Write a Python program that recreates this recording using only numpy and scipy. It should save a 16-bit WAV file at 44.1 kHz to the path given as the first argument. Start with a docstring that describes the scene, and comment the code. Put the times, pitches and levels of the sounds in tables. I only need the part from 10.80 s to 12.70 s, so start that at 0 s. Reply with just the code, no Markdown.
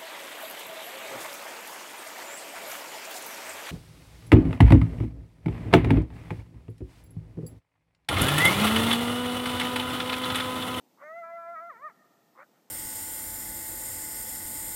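"""An open snowy field, where a coyote calls over a quiet hush: a raspy start, a held howl that keeps
breaking into the octave below, a swoop down and up, then one short hoarse bark. Periodic vibration
of the vocal folds gives the howl its harmonics, and period doubling adds half-pitch tones between
them. The hoarse sounds are turbulence ringing the mouth. Brush and a slope return a faint echo."""
import sys
import numpy as np
from scipy import signal
from scipy.fft import rfft, irfft
from scipy.io import wavfile
from scipy.ndimage import uniform_filter1d

SR = 44100
rng = np.random.default_rng(int(sys.argv[2]) if len(sys.argv) > 2 else 0)


def generate_wav(signal):
    """Clip the signal to [-1, 1] and save it as 16-bit WAV at the path in sys.argv[1]."""
    frames = np.transpose(np.atleast_2d(signal))
    scaled = np.clip(frames, -1, 1) * 32767
    pcm = np.round(scaled).astype(np.int16)
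    wavfile.write(sys.argv[1], SR, pcm)


N = 83790
T = np.arange(N) / SR

# Response of the throat to turbulent breath. Each row: frequency in Hz, gain in dB.
BREATH_RESPONSE = [(250,-27),(450,-19.5),(560,2.5),(800,-2.5),(1000,-6.5),(1250,0.5),(1500,0),(1680,-5.5),(1900,1.5),(2150,-7.5),(2400,-19),(2800,-24),(4000,-44),(7000,-47.5)]


def from_db(db):
    """Amplitude ratio for a level in decibels."""
    return 10 ** (np.asarray(db) / 20)


def rms_one(x):
    """The signal scaled to rms 1."""
    return x / np.sqrt(np.mean(x ** 2) + 1e-20)


def envelope(rows):
    """Amplitude along a curve of level against time, silent outside it."""
    return from_db(np.interp(T, *np.transpose(rows), left=-140, right=-140))


def db_at(response, hz):
    """Gain of a frequency response in dB, interpolated over log frequency."""
    frequencies, gains_db = np.transpose(response)
    return np.interp(np.log(hz + 1), np.log(frequencies), gains_db)


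def coloured_noise(spectrum):
    """White noise filtered to the shape of a spectrum; rms 1."""
    gain = from_db(db_at(spectrum, np.fft.rfftfreq(N, 1 / SR)))
    return rms_one(irfft(rfft(rng.standard_normal(N)) * gain, N))


def drift(corner_hz):
    """Smooth random fluctuation: noise through a two-pole low-pass; rms 1."""
    pole = np.exp(-2 * np.pi * corner_hz / SR)
    return rms_one(signal.lfilter([1], [1, -2 * pole, pole * pole], rng.standard_normal(2 * N))[N:])


def evened(noise):
    """Noise divided by its running rms, which removes slow swings of level."""
    return noise / np.sqrt(uniform_filter1d(noise ** 2, size=300))


def tone(phase):
    """A sinusoid of rms 1 with a random starting phase."""
    return np.sqrt(2) * np.sin(phase + 2 * np.pi * rng.random())


def hush():
    """Stationary broadband noise: still air and a faint hiss."""
    # Spectrum of the hush. Each row: frequency in Hz, relative density in dB.
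    spectrum = [(30,-44),(75,-31),(100,-25),(125,-12.5),(190,-4),(300,-5),(480,-9),(600,-11.5),(830,-10),(1120,-19),(1500,-23),(2500,-24),(6000,-25.5),(8000,-27),(10200,-33.5),(12500,-26),(15200,-26)]
    return from_db(-67) * coloured_noise(spectrum)


def wash(start_db=-75, t60_s=1.3):
    """Exponential decay: a faint band of noise dies away at the opening."""
    # Spectrum of the wash. Each row: frequency in Hz, relative density in dB.
    spectrum = [(250,-27),(450,0),(900,-2.5),(1300,-17),(2500,-32)]
    return from_db(start_db - 60 * T / t60_s) * coloured_noise(spectrum)


def field_echo(call, gain_db=-21, t60_s=1.87, brush_delay_s=0.04, build_s=0.097, slope_delay_s=0.155):
    """Diffuse scattering from brush and one discrete reflection from a slope, dulled by the ground."""
    # What the snowy ground reflects. Each row: frequency in Hz, gain in dB.
    ground_response = [(450,-10),(700,1),(1000,-3.5),(1200,-8),(1380,-0.5),(1900,1),(3000,-8.5)]
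    hz = np.fft.rfftfreq(N, 1 / SR)
    age_s = np.maximum(T - brush_delay_s, 0)
    scatter = rng.standard_normal(N) * (1 - np.exp(-age_s / build_s)) * from_db(-60 * age_s / t60_s)
    brush = rfft(scatter / np.sqrt(np.sum(scatter ** 2)))
    slope = from_db(-3) * np.exp(-2j * np.pi * hz * slope_delay_s)
    impulse_response = irfft((brush + slope) * from_db(gain_db + db_at(ground_response, hz)), N)
    return signal.fftconvolve(call, impulse_response)[:N]


def hoarse_voicing(after_peak_s, pitch_hz, glide_hz_per_s=2200, jitter=0.0183, fade_db_per_s=173):
    """Jitter: the folds vibrate with an unsteady period, rising in pitch and fading after the peak."""
    # Spectrum of the hoarse voice. Each entry: relative level in dB, for harmonics 1 to 4.
    harmonics_db = [0.5, 0.5, -18.5, -4.5]
    hz = (pitch_hz + glide_hz_per_s * after_peak_s) * (1 + jitter * drift(213))
    phase = 2 * np.pi * np.cumsum(hz) / SR
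    harmonics = sum(from_db(db) * tone(k * phase) for k, db in enumerate(harmonics_db, start=1))
    return rms_one(harmonics) * from_db(-fade_db_per_s * after_peak_s)


def turbulence(since_peak_s, effort, mouth_hz=1203.4, opening_hz_per_s=3800, half_width_hz=137):
    """Fluttering flow excites a resonance that rises as the mouth opens; effort widens the spectrum."""
    flutter_hz = 128.7 * (1 + 0.311 * drift(56))
    flutter = rms_one(1 + 0.33 * np.sin(2 * np.pi * np.cumsum(flutter_hz) / SR))
    phase = 2 * np.pi * np.cumsum(mouth_hz + opening_hz_per_s * since_peak_s) / SR
    resonance = evened(drift(half_width_hz) * np.cos(phase) + drift(half_width_hz) * np.sin(phase))
    broadband = evened(coloured_noise(BREATH_RESPONSE)) * effort ** 0.86
    return (from_db(-2) * resonance + from_db(-3.5) * broadband) * flutter


def rasp(start_s, peak_s, level_db, rise_db, hold_s, release_s, pitch_hz, voiced_db):
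    """One push of breath drives turbulence; the folds join in as the effort grows."""
    since_peak_s = np.clip(T - peak_s, start_s - peak_s, hold_s + release_s)
    swell_db = rise_db * np.minimum(since_peak_s, 0) / (peak_s - start_s)
    fall_db = 21.5 * np.maximum(T - peak_s - hold_s, 0) / release_s
    effort = from_db(swell_db - fall_db)
    throat_opening = np.clip((T - start_s) / 0.0023, 0, 1)
    voiced = from_db(voiced_db) * effort ** 1.5 * hoarse_voicing(np.maximum(since_peak_s, 0), pitch_hz)
    return from_db(level_db) * effort * throat_opening * (turbulence(since_peak_s, effort) + voiced)


def hoarse_calls(highpass_hz=248):
    """The howl's raspy start and the bark; a high-pass filter keeps low rumble out of both."""
    # Pushes of breath. Each row: start in seconds, peak in seconds, level in dB, rise in dB,
    # hold in seconds, release in seconds, pitch in Hz, relative level of the voicing in dB.
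    pushes = [(0.173,.222,-52,12.5,0.016,0.015,548,-4),(1.55,1.594,-51,12.5,0.038,0.025,517.6,-2.5)]
    highpass = signal.butter(2, highpass_hz, "high", fs=SR, output="sos")
    return signal.sosfilt(highpass, sum(rasp(*push) for push in pushes))


def howl(waver=0.0031, waver_hz=59, slack_below_hz=612):
    """Source and filter: the throat shapes the folds' harmonics and their period-doubled tones."""
    # Vibration rate of the folds. Each row: time in seconds, pitch in Hz.
    pitch = [(0.236, 574.2), (0.24, 591), (0.294, 629.3), (0.392, 691), (0.436, 663), (0.556, 679.7),
             (0.628, 669.8), (0.722, 683.7), (0.744, 680), (0.764, 638.2), (0.796, 640.5), (0.814, 670.6),
             (0.828, 678.4), (0.89, 688), (0.894, 667.6), (0.922, 536.7), (0.936, 477.4), (0.964, 444.1),
             (0.968, 445.6), (1.0, 503.7), (1.018, 556.4), (1.032, 588.5), (1.06, 630.6), (1.082, 596.7),
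             (1.086, 573), (1.094, 520.7), (1.1, 460), (1.118, 388.6)]
    # Envelopes of the partials. Each row: time in seconds, level in dB.
    fundamental_levels = [(.19,-101),(.235,-49.5),(.28,-48),(.38,-41.5),(.42,-43),(.455,-48),(.49,-46),(.535,-40.5),(.57,-43),(.625,-47.5),(.69,-40.5),(.74,-45),(.765,-56.5),(.795,-52),(.83,-44.5),(.888,-46.5),(.905,-59),(.98,-74.5),(1.055,-49),(1.085,-60.5),(1.12,-81)]
    octave_levels = [(.2,-63.5),(.235,-61.5),(.315,-45.5),(.333,-51.5),(.347,-67.5),(.365,-50),(.393,-51),(.41,-65.5),(.422,-49.5),(.437,-42),(.46,-46.5),(.49,-47),(.53,-53.5),(.585,-44),(.65,-45.5),(.685,-49),(.765,-40.5),(.795,-39.5),(.82,-46.5),(.89,-47),(.903,-40),(.94,-59),(.99,-61),(1.045,-39),(1.075,-39),(1.125,-77)]  # second harmonic, on the main mouth resonance
    treble_levels = [(.2,-87),(.24,-58),(.39,-48),(.485,-66),(.525,-53),(.572,-53),(.6,-76),(.69,-55.5),(.745,-67),(.765,-53),(.795,-55.5),(.815,-66.5),(.86,-56.5),(.892,-65),(.903,-50),(.92,-61),(1.01,-65),(1.045,-51.5),(1.08,-52),(1.13,-76.5)]  # harmonics 3 to 10, before the throat
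    doubling_levels = [(.2,-77),(.23,-61.5),(.275,-55.5),(.32,-80),(.42,-86),(.442,-58.5),(.505,-57),(.555,-79),(.59,-60.5),(.665,-57),(.72,-66.5),(.765,-58),(.81,-61),(.88,-79)]  # half-pitch tones of strong-weak beating, before the throat
    whistle_levels = [(.22,-93),(.245,-79),(.285,-81.5),(.33,-98)]  # a thin high whistle in the rising howl
    # Responses of the throat to overtones and half-pitch tones. Each row: frequency in Hz, gain in dB.
    treble_response = [(900,2),(1350,6.5),(1560,-3.5),(1850,3),(2100,-2.5),(2320,-7.5),(2470,-25.5),(2750,-28),(3100,-38.5),(3450,-35.5),(4100,-38.5),(4700,-48.5),(5600,-45),(6150,-35),(6600,-34),(7200,-72)]
    doubling_response = [(330,-25),(850,-17),(1010,2.5),(1500,0),(1700,-0.5),(2120,1),(2340,-8.5),(2600,-46),(3200,-40)]

    hz = np.interp(T, *np.transpose(pitch)) * (1 + waver * drift(waver_hz))
    phase = 2 * np.pi * np.cumsum(hz) / SR
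    fundamental, octave = envelope(fundamental_levels), envelope(octave_levels)
    treble, doubling = envelope(treble_levels), envelope(doubling_levels)
    voice = fundamental * tone(phase) + octave * tone(2 * phase)
    voice += envelope(whistle_levels) * tone(10.5 * phase)
    for k in range(3, 11):
        voice += treble * from_db(db_at(treble_response, k * hz)) * tone(k * phase)
    for k in (0.5, 1.5, 2.5, 3.5):
        voice += doubling * from_db(db_at(doubling_response, k * hz)) * tone(k * phase)
    slack_hz = np.maximum(slack_below_hz - hz, 0)  # on low notes the folds slacken and the voice roughens
    shimmer_db = 0.34 * drift(waver_hz) + 0.0151 * slack_hz * drift(110)
    breath = from_db(-39) * (fundamental + octave + treble) * coloured_noise(BREATH_RESPONSE)
    return voice * from_db(shimmer_db) + breath


def scene():
    """Superposition of the background, the coyote's direct sound and its echo, in one channel."""
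    coyote = howl() + hoarse_calls()
    return (hush() + wash() + coyote + field_echo(coyote))[None]


def record(dry, cutoff_hz=15330):
    """A linear-phase low-pass filter cuts the highest treble steeply."""
    return signal.fftconvolve(dry, signal.firwin(601, cutoff_hz, fs=SR)[None], mode="same", axes=1)


dry = scene()
out = record(dry)
generate_wav(out)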